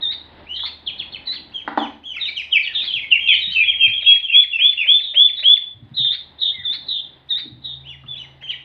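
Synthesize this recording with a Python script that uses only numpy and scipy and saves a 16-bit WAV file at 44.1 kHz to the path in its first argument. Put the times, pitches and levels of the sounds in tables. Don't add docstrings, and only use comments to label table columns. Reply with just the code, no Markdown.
import sys
import numpy as np
from scipy import signal
from scipy.fft import rfft, irfft
from scipy.io import wavfile
from scipy.ndimage import uniform_filter1d, minimum_filter1d

SR = 44100
rng = np.random.default_rng(int(sys.argv[2]) if len(sys.argv) > 2 else 0)


def to_wav(sig):
    pcm = np.clip(np.atleast_2d(sig), -1, 1) * 32767
    pcm = np.round(pcm).astype(np.int16)
    wavfile.write(sys.argv[1], SR, pcm.T)


N = 381024


def undb(db):
    return 10 ** (np.asarray(db) / 20)


def unit(x):
    return x / np.sqrt(np.mean(x ** 2) + 1e-20)


def ramp(t, span):
    return np.clip(t / span, 0, 1)


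def wander(t, rate, count=512):
    return np.interp((t - t[0]) * rate, np.arange(count), rng.standard_normal(count))


def add(track, start, sound):
    i = max(int(start * SR), 0)
    track[i:i + len(sound)] += sound[:max(N - i, 0)]


def colour(x, points):
    hz, db = np.transpose(points)
    f = np.maximum(np.fft.rfftfreq(len(x), 1 / SR), 1)
    return irfft(rfft(x) * undb(np.interp(np.log(f), np.log(hz), db)), len(x))


def band(x, lo_hz, hi_hz):
    return signal.sosfilt(signal.butter(3, [lo_hz, hi_hz], "band", fs=SR, output="sos"), x)


# frequency in Hz, relative level in dB.
ROOM_TONE = [(18, -32.5), (30, -5.5), (143, -3.5), (385, -5), (457, -12.5), (508, -8), (701, -8.5),
             (850, -6.5), (1170, -14), (1420, -15.5), (2000, -12.5), (2380, -19.5), (3810, -15.5),
             (5040, -35), (6550, -70), (11100, -120)]
# time in seconds, relative level in dB.
ROOM_TONE_DRIFT = np.vstack([ [(0.0, -51.5), (0.444, -55.5), (1.046, -54), (1.188, -55.5), (1.46, -56.5),
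                   (1.6, -55.5)], [(2.1, -58.5), (3.81, -61), (4.32, -67), (5.78, -63.5), (5.91, -60.5),
                   (8.33, -61), (8.64, -60.5)], ])
# time in seconds, relative levels of the low and high tone in dB.
HUM_DRIFT = [(0.0, -60, -77.5), (0.65, -55, -69), (0.98, -60, -79.5), (2.74, -64, -80), (3.58, -54, -69),
             (4.86, -68, -75.5), (6.11, -63, -62), (7.27, -65.5, -59.5), (7.85, -54.5, -45.5),
             (8.64, -68, -57.5)]

def background(low_hum_hz=76, high_hum_hz=133.4):
    t = np.arange(N) / SR
    noise = colour(rng.standard_normal(N), ROOM_TONE)
    noise /= np.std(band(noise, 300, 1300))
    noise_db = np.interp(t, *np.transpose(ROOM_TONE_DRIFT)) + 2 + 2.5 * wander(t, 9.9)
    out = noise * undb(noise_db)
    times, low_db, high_db = np.transpose(HUM_DRIFT)
    for hz, db in ((low_hum_hz, low_db + 5), (high_hum_hz, high_db + 2)):
        gain = undb(np.interp(t, times, db) + 1.7 * wander(t, 9.9))
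        phase = 2 * np.pi * np.cumsum(hz * (1 + .025 * wander(t, 45))) / SR
        out += gain * np.sin(phase)
    return out + undb(-86) * rng.standard_normal(N)


# frequency in Hz, seconds to fall by 60 dB.
ROOM_DECAY = [(200, 0.46), (800, 0.33), (3400, 0.37), (8000, 0.4)]
# delay at the microphone in seconds, gain.
WALL_ECHOES = [(.0047, 0.11), (0.011, -0.33), (0.0184, .13)]

def room(x, wet_db, delay_s=.015, build_s=.016):
    t = np.arange(int(.7 * SR)) / SR
    noise, tail = rng.standard_normal(len(t)), 0
    log_hz = np.log1p(np.fft.rfftfreq(len(t), 1 / SR))
    log_centres = np.log([hz for hz, _ in ROOM_DECAY])
    for k, (_, t60) in enumerate(ROOM_DECAY):
        band_share = np.interp(log_hz, log_centres, np.eye(len(ROOM_DECAY))[k])
        tail = tail + irfft(rfft(noise) * band_share, len(t)) * undb(-60 * t / t60)
    tail *= ramp(t - delay_s, build_s)
    response = undb(wet_db) * tail / np.linalg.norm(tail)
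    response[0] = 1
    for lag, gain in WALL_ECHOES:
        response[int(lag * SR)] += gain
    return signal.fftconvolve(x, response)[:N]


def lapping(count=500, spread_db=3):
    impulses = np.zeros(N)
    impulses[rng.integers(0, N, count)] = undb(spread_db * np.minimum(rng.exponential(size=count), 4))
    t = np.arange(SR // 50) / SR
    tick = rng.standard_normal(len(t)) * np.exp(-t / .003)
    ticks = signal.fftconvolve(impulses, tick)[:N]
    spectrum = [(200, -7), (800, -5), (2000, 2), (5000, -16.5), (14000, -36.5)]
    return undb(-74.5) * unit(colour(ticks, spectrum))


# start in seconds, length in seconds, level in dB.
SLOSHES = [(1.304, 0.16, -51), (5.742, 0.19, -56), (6.686, 0.074, -50), (7.36, 0.31, -52)]

def sloshes():
    gate = np.zeros(N)
    for start, length, db in SLOSHES:
        add(gate, start, undb(db) * signal.windows.tukey(int(length * SR), .7))
    gurgle = undb(2.6 * wander(np.arange(N) / SR, 36))
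    return gate * gurgle * unit(band(rng.standard_normal(N), 230, 320))


def damped_rings(events, gain_db, cycles, pitch_rise):
    out, t = np.zeros(N), np.arange(SR // 4) / SR
    for start, db, hz in events:
        age = t * hz / cycles
        pitch = hz * (1 + pitch_rise * (1 - np.exp(-age)) + .23 * wander(t, hz))
        envelope = np.exp(-age) * (1 - np.exp(-6 * age))
        add(out, start, undb(db + gain_db) * envelope * np.sin(2 * np.pi * np.cumsum(pitch) / SR))
    return out


# start in seconds, relative level in dB, pitch in Hz.
BLIPS = [(.404, -48, 510), (.593, -39, 1760), (.634, -32.5, 1080), (2.168, -40, 1440), (6.05, -38, 1935),
         (8.037, -46, 1220)]

def blips():
    return damped_rings(BLIPS, gain_db=6, cycles=7.3, pitch_rise=.04)


# start in seconds, relative level in dB, lower mode in Hz.
KICKS = [(0.869, -46, 89.3), (0.998, -46, 146), (2.945, -40.5, 96.4), (3.472, -36, 141.8),
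         (3.87, -32, 117.4), (5.743, -37.5, 89.7), (5.82, -37, 92.5), (5.906, -36, 129.6),
         (5.992, -31, 131), (6.581, -37, 82), (7.456, -36.5, 227), (7.517, -34, 115.5), (8.039, -37.5, 139)]

def thuds():
    overtones = [(start, db - 6, hz * 1.65) for start, db, hz in KICKS]
    lower = damped_rings(KICKS, gain_db=3, cycles=3.2, pitch_rise=.036)
    upper = damped_rings(overtones, gain_db=2.5, cycles=3, pitch_rise=.04)
    return band(lower + upper, 70, 450)


# frequency in Hz, relative level in dB, seconds to fall by 60 dB.
POOL_MODES = [(225, -13, 0.3), (286.6, -1.5, 0.13), (317, -16.5, 0.086), (570, -32.5, .03),
              (658.5, -5.5, 0.028), (754.4, -3, 0.037), (814.5, 3.5, 0.024), (976, 1, 0.022),
              (1026, -4, 0.044), (1149, -6.5, 0.024), (1470, 0.5, 0.011), (1980, -5.5, 0.019),
              (3400, -16, .012)]
# start in seconds, relative level in dB, favoured pitch in Hz.
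KNOCKS = [(1.677, -12.5, 1530), (1.775, -6.5, 807)]

def knocks(focus_db_per_octave=6, crack_db=-17):
    out, t = np.zeros(N), np.arange(SR // 5) / SR
    for start, db, centre_hz in KNOCKS:
        ring = np.zeros(len(t))
        for k, (hz, mode_db, t60) in enumerate(POOL_MODES):
            struck_db = mode_db - focus_db_per_octave * abs(np.log2(hz / centre_hz))
            ring += (-1) ** k * undb(struck_db - 60 * t / t60) * np.sin(2 * np.pi * hz * t)
        crack = rng.standard_normal(len(t)) * np.exp(-t / .017)
        add(out, start, undb(db) * (ring / np.abs(ring).max() + undb(crack_db) * crack))
    return colour(out, [(50, -28.5), (140, -7), (230, 4), (1900, 3), (2500, 1), (4200, -2),
                        (6000, -32), (9000, -41), (14000, -57)])


# frequency in Hz, gain in dB.
THROAT = [(3500, -6), (5000, 6), (6300, -0.5), (7200, -7.5), (8500, -4.5), (10500, -13), (13000, -12.5)]

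def whistle(t, hz, overtone_db, jitter, shimmer=.1, buzz=0, buzz_hz=300, third_db=-9):
    phase = 2 * np.pi * np.cumsum(hz * (1 + jitter * wander(t, 450))) / SR
    flutter = 2 * np.pi * np.cumsum(buzz_hz * (1 + .025 * wander(t, 80))) / SR
    phase += .8 * buzz * np.sin(flutter)
    tone = np.sin(phase)
    for k, db in ((2, overtone_db), (3, overtone_db + third_db)):
        tone += undb(db + np.interp(k * hz, *np.transpose(THROAT))) * np.sin(k * phase)
    return tone * (1 - .5 * buzz * np.cos(flutter)) * (1 + shimmer * wander(t, 300))


def effort(t, length, attack_s, lead_db, fade_db, release_s, tail_db, edge_s=.011, uneven_db=1.68):
    lead = lead_db * (1 - ramp(t + attack_s / 2, attack_s))
    hold = fade_db * ramp(t, length)
    tail = tail_db * ramp(t - length, release_s)
    edges = ramp(t - t[0], edge_s) * ramp(t[-1] - t, edge_s)
    gain = undb(lead + hold + tail + uneven_db * wander(t, 70)) * edges
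    return uniform_filter1d(gain, size=150, mode="constant")


def unsteadiness(t, length, held, loose):
    return held + loose * (ramp(-t, .0067) + ramp(t - length, .0067))


def bend(t, length, scoop, rise_s, drop, fall_s):
    return (1 - scoop * ramp(-t, rise_s) ** 2) * (1 - drop * ramp(t - length, fall_s))


def voice(t, hz, overtone_db, jitter, buzz, shimmer=.033, strain_hz=3600, undertone_db=-25):
    strain = ramp(hz - strain_hz, 200) * signal.windows.tukey(len(t), .3)
    undertone = whistle(t, hz / 2, overtone_db=-60, jitter=.04, shimmer=.3)
    return whistle(t, hz, overtone_db, jitter, shimmer, buzz) + undb(undertone_db) * strain * undertone


def squeak(hz, length_s=.028):
    t = np.arange(int(length_s * SR)) / SR
    arch = hz * np.interp(t / length_s, [0, .4, 1], [.84, 1.02, .92])
    creak = whistle(t, arch, overtone_db=-46, jitter=.014, shimmer=.077)
    return signal.windows.tukey(len(t), .7) * creak


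# frequency in Hz, gain in dB.
RASP_SPECTRUM = [(400, -36), (1000, -14), (1650, -3.5), (2100, 7.5), (2700, -6.5), (3800, 8), (4550, -5),
                 (5000, -15), (6500, -33), (8000, -35), (12000, -59.5)]

def rasp(from_hz, length_s, flick_hz=4450, flick_s=.034, flick_db=-1, noise_db=-2):
    t = np.arange(int(length_s * SR)) / SR
    hz = from_hz + (flick_hz - from_hz) * ramp(t, flick_s)
    flick = undb(flick_db) * whistle(t, hz, overtone_db=-40, jitter=.045, shimmer=.4)
    noise = undb(noise_db) * rng.standard_normal(len(t))
    fade = signal.windows.tukey(len(t), .7) * np.exp(-t / .04)
    return fade * colour(flick + noise, RASP_SPECTRUM)


# frequency in Hz, gain in dB.
POP_SPECTRUM = [(200, -14), (450, -1), (600, 19), (800, 3.5), (1200, -0.5), (2000, 21), (4500, -9.5),
                (6000, -21), (9000, -31), (14000, -48)]
# start in seconds, relative level in dB.
BILL_POPS = [(4.018, -45.5), (4.294, -51.5), (4.584, -47), (4.851, -41.5), (5.134, -40), (5.381, -46),
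             (5.421, -42), (8.414, -46)]

def bill_pops(length_s=.028):
    gate = np.zeros(N)
    for start, db in BILL_POPS:
        add(gate, start, undb(db) * signal.windows.hann(int(length_s * SR)))
    return colour(gate * rng.standard_normal(N), POP_SPECTRUM)


# start in seconds, opening pitch in Hz, relative level in dB.
VOICE_CRACKS = [(2.86, 4180, -34), (5.385, 4030, -32), (8.497, 3080, -33.5)]

def voice_cracks(length_s=.037):
    out = np.zeros(N)
    for start, hz, db in VOICE_CRACKS:
        add(out, start, undb(db) * rasp(hz, length_s, flick_hz=3800))
    return out


# start and length in seconds, first and last pitch of the
# slide in Hz, level in dB, overtone in dB before the throat.
SOFT_CALLS = [(0.489, 0.18, 2830, 3633, -27.5, -41), (1.545, 0.045, 3330, 3040, -27, -36),
              (1.79, 0.054, 3590, 2970, -27, -30), (2.058, 0.067, 3410, 2988, -25, -30.5),
              (2.67, .05, 1950, 1750, -37, -42), (3.206, 0.14, 3220, 3107, -20.5, -41.5),
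              (3.517, 0.051, 3104, 3054, -19.5, -39.5), (3.63, 0.059, 3410, 3300, -24, -48),
              (3.678, 0.026, 3307, 3200, -11, -56.5), (3.934, 0.058, 3340, 3216, -17, -51),
              (4.219, 0.048, 3395, 3143, -25, -46.5), (6.541, 0.081, 2165, 1906, -38, -35.5),
              (7.863, 0.035, 2940, 3490, -34.5, -42), (7.892, 0.028, 3060, 2765, -31.5, -32.5),
              (8.085, 0.053, 3520, 3420, -27.5, -46.5), (8.156, 0.028, 3040, 4000, -39, -34),
              (8.196, 0.025, 3090, 2940, -28.5, -28.5), (8.434, 0.074, 3228, 2970, -32, -32.5),
              (8.495, 0.015, 3295, 2884, -17.5, -45)]

def soft_calls(rise_s=.028, fall_s=.04, waver=.0052):
    out = np.zeros(N)
    for start, length, from_hz, end_hz, db, overtone_db in SOFT_CALLS:
        t = np.arange(-rise_s, length + fall_s, 1 / SR)
        hz = (from_hz + (end_hz - from_hz) * ramp(t, length)) * (1 + waver * wander(t, 90))
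        hz *= bend(t - .006, length - .006, scoop=.3, rise_s=rise_s + .006, drop=.4, fall_s=fall_s)
        gain = effort(t, length, attack_s=.011, lead_db=-14, fade_db=0, release_s=.0033, tail_db=-14)
        jitter = unsteadiness(t, length, held=.012, loose=.03)
        tone = whistle(t, hz, overtone_db, jitter, shimmer=.37, third_db=-16.5)
        add(out, start - rise_s, undb(db) * gain * tone)
    return out


# start and length in seconds, first and last pitch in Hz, level in dB.
HOARSE_PEEPS = [(5.029, 0.099, 3910, 3600, -24), (5.967, 0.082, 3973, 3572, -15),
                (6.411, 0.1, 3868, 3590, -14), (6.884, .12, 4053, 3500, -19),
                (7.643, 0.1, 3894, 3626, -26.5)]

def hoarse_peeps(rise_s=.022, fall_s=.035, sag_power=1.8, squeak_db=-20, squeak_lead_s=.03):
    out = np.zeros(N)
    for start, length, from_hz, end_hz, db in HOARSE_PEEPS:
        t = np.arange(-rise_s, length + fall_s, 1 / SR)
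        hz = end_hz + (from_hz - end_hz) * (1 - ramp(t, length)) ** sag_power
        gain = effort(t, length, attack_s=.014, lead_db=-22.5, fade_db=-3.5, release_s=.01, tail_db=-25)
        jitter = unsteadiness(t, length, held=.0099, loose=.06)
        tone = voice(t, hz, overtone_db=-47, jitter=jitter, buzz=.75, shimmer=.24, undertone_db=-38.5)
        add(out, start - rise_s, undb(db) * gain * tone)
        add(out, start - squeak_lead_s, undb(db + squeak_db) * squeak(from_hz))
    return out


# start and length in seconds, pitch of the trough in Hz,
# level in dB, buzz from 0 to 1, relative level of the rasp in dB.
UPTURNED_PEEPS = [(0.025, .088, 3613, -16, 0.14, -26), (.56, 0.095, 3774, -25.5, 0.96, -22.5),
                  (1.271, 0.053, 3903, -19, 0.2, -23), (2.211, 0.067, 3657, -19, 0.3, -28.5),
                  (2.749, 0.082, 3550, -17, 0.83, -23), (3.416, 0.098, 3702, -20.5, .4, -27),
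                  (4.023, 0.073, 3605, -28, 0.5, -37.5), (5.369, 0.05, 3750, -25, 0.4, -42),
                  (6.044, .082, 3540, -12.5, 0.51, -23), (6.652, .076, 3490, -15, .03, -22.5),
                  (7.305, .072, 3620, -15.5, 0.13, -25)]

def upturned_peeps(rise_s=.02, fall_s=.03, dip=.055, upturn=.073, trough_at=.48, squeak_db=-20):
    out = np.zeros(N)
    for start, length, low_hz, db, buzz, rasp_db in UPTURNED_PEEPS:
        t = np.arange(-rise_s, length + fall_s, 1 / SR)
        progress = ramp(t, length)
        sink = dip * ramp(trough_at - progress, trough_at) ** 2
        lift = upturn * ramp(progress - trough_at, 1 - trough_at) ** 2
        hz = low_hz * (1 + sink + lift) * (1 + .0065 * wander(t, 90))
        hz *= bend(t, length + fall_s / 2, scoop=.15, rise_s=rise_s, drop=.72, fall_s=fall_s / 2)
        gain = effort(t, length, attack_s=.0051, lead_db=-18.5, fade_db=-4, release_s=.0039, tail_db=-17)
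        jitter = unsteadiness(t, length, held=.005 + .013 * buzz, loose=.013)
        tone = voice(t, hz, overtone_db=-50, jitter=jitter, buzz=buzz)
        add(out, start - rise_s, undb(db) * gain * tone)
        add(out, start - rise_s, undb(db + squeak_db) * squeak(1.12 * low_hz))
        add(out, start + length - .008, undb(rasp_db) * rasp(low_hz * (1 + upturn), length_s=.055))
    return out


# start and length in seconds, first and last pitch of the slide
# in Hz, then level, its change along the call and overtone before the throat, all in dB.
CHIRPS = [(0.872, 0.032, 3620, 2410, -13, -22, -48.5), (0.992, 0.031, 3740, 2530, -13.5, -18, -48.5),
          (1.131, 0.032, 3780, 2556, -17.5, -11.5, -52.5), (1.354, 0.03, 3960, 2620, -22, -17.5, -46),
          (2.153, 0.036, 2916, 2094, -26, -1.5, -32), (2.247, 0.052, 3240, 2140, -18.5, -10, -29.5),
          (2.362, 0.054, 3400, 2280, -23, -2.5, -28.5), (2.522, 0.058, 3270, 2215, -10.5, -1, -41),
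          (2.639, .038, 3910, 2926, -27.5, 8, -42), (2.766, 0.068, 3210, 2350, -22, -11.5, -32.5),
          (2.871, 0.049, 3450, 2965, -18, -7, -61), (2.929, .063, 3550, 2264, -8, -21, -43.5),
          (3.001, 0.052, 2700, 2030, -29.5, 2.5, -36.5), (3.114, 0.06, 3030, 2136, -4, -19, -50),
          (3.266, 0.069, 2895, 2205, -4.5, -15, -54), (3.283, .072, 3410, 2944, -9, -5.5, -48.5),
          (3.347, 0.056, 3810, 3000, -28.5, 11, -42), (3.553, 0.081, 2751, 2391, -14, 1, -59.5),
          (3.806, 0.071, 2870, 2294, -10.5, -6.5, -51.5), (4.06, .074, 2794, 2330, -15, -8, -46),
          (4.283, 0.075, 2834, 2386, -14.5, -8, -53.5), (4.522, 0.085, 2847, 2442, -18.5, -0.5, -47.5),
          (4.773, 0.068, 2935, 2313, -21.5, 4, -47.5)]

def chirps(rise_s=.013, fall_s=.011, brighten_db=5, slack_hz=2200, slack_db=-17, squeak_db=-35):
    out = np.zeros(N)
    for start, length, from_hz, end_hz, db, fade_db, overtone_db in CHIRPS:
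        t = np.arange(-rise_s, length + fall_s, 1 / SR)
        hz = from_hz * (end_hz / from_hz) ** ramp(t, length) * (1 + .014 * wander(t, 110))
        hz *= bend(t, length, scoop=.06, rise_s=rise_s, drop=.31, fall_s=fall_s)
        gain = effort(t - .004, length - .004, attack_s=.0079, lead_db=-19.5, fade_db=fade_db,
                      release_s=.021, tail_db=-9.5)
        rising_overtone_db = overtone_db + brighten_db * (ramp(t, length / 2) - 1)
        gain *= undb(slack_db * ramp(slack_hz - hz, 600))
        jitter = unsteadiness(t, length, held=.016, loose=.018)
        tone = whistle(t, hz, rising_overtone_db, jitter, shimmer=.64, third_db=-7)
        add(out, start - rise_s, undb(db) * gain * tone)
        add(out, start - .014, undb(squeak_db) * squeak(1.14 * from_hz))
    return out


# start and length in seconds, first and
# held pitch in Hz, level in dB.
LOUD_PEEPS = [(3.801, 0.067, 3195, 3172, -9), (4.061, .07, 3278, 3332, -4), (4.334, 0.076, 3165, 3476, -5),
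              (4.607, 0.096, 2970, 3513, -6.5), (4.879, .094, 3072, 3550, -6), (5.16, .107, 3025, 3495, -6),
              (5.446, .097, 3026, 3487, -5.5)]

def loud_peeps(rise_s=.02, climb_s=.031, fall_s=.04, rasp_db=-35, waver=.0062):
    out = np.zeros(N)
    for start, length, from_hz, held_hz, db in LOUD_PEEPS:
        t = np.arange(-rise_s, length + fall_s, 1 / SR)
        hz = held_hz + (from_hz - held_hz) * np.exp(-np.maximum(t, 0) / climb_s)
        hz *= bend(t, length + .0078, scoop=.37, rise_s=rise_s, drop=.56, fall_s=fall_s - .005)
        hz *= 1 + waver * wander(t, 90)
        gain = effort(t - .003, length - .004, attack_s=.025, lead_db=-17, fade_db=-1,
                      release_s=.0055, tail_db=-24.5)
        jitter = unsteadiness(t, length, held=.0028, loose=.035)
        tone = voice(t, hz, overtone_db=-51, jitter=jitter, buzz=.06, undertone_db=-40)
        add(out, start - rise_s, undb(db) * gain * tone)
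        add(out, start + length - .002, undb(db + rasp_db) * rasp(.96 * held_hz, length_s=.06))
    return out


def scene():
    birds = room(loud_peeps() + bill_pops(), wet_db=-7)
    birds += room(upturned_peeps() + hoarse_peeps() + voice_cracks(), wet_db=-7.5)
    birds += room(soft_calls(), wet_db=-5.5)
    birds += room(chirps(), wet_db=-5)
    small_sounds = blips() + lapping() + sloshes()
    pool = room(knocks() + small_sounds, wet_db=-3.5) + room(thuds(), wet_db=-13.5)
    return (birds + pool + background())[None]


def record(dry, ceiling=.88, top_hz=15500):
    gain = minimum_filter1d(ceiling / np.maximum(np.abs(dry), ceiling), size=441)
    eased_gain = uniform_filter1d(uniform_filter1d(gain, size=220), size=220)
    low_pass = signal.ellip(8, .2, 70, top_hz, fs=SR, output="sos")
    return signal.sosfilt(low_pass, dry * eased_gain)


dry = scene()
out = record(dry)
to_wav(out)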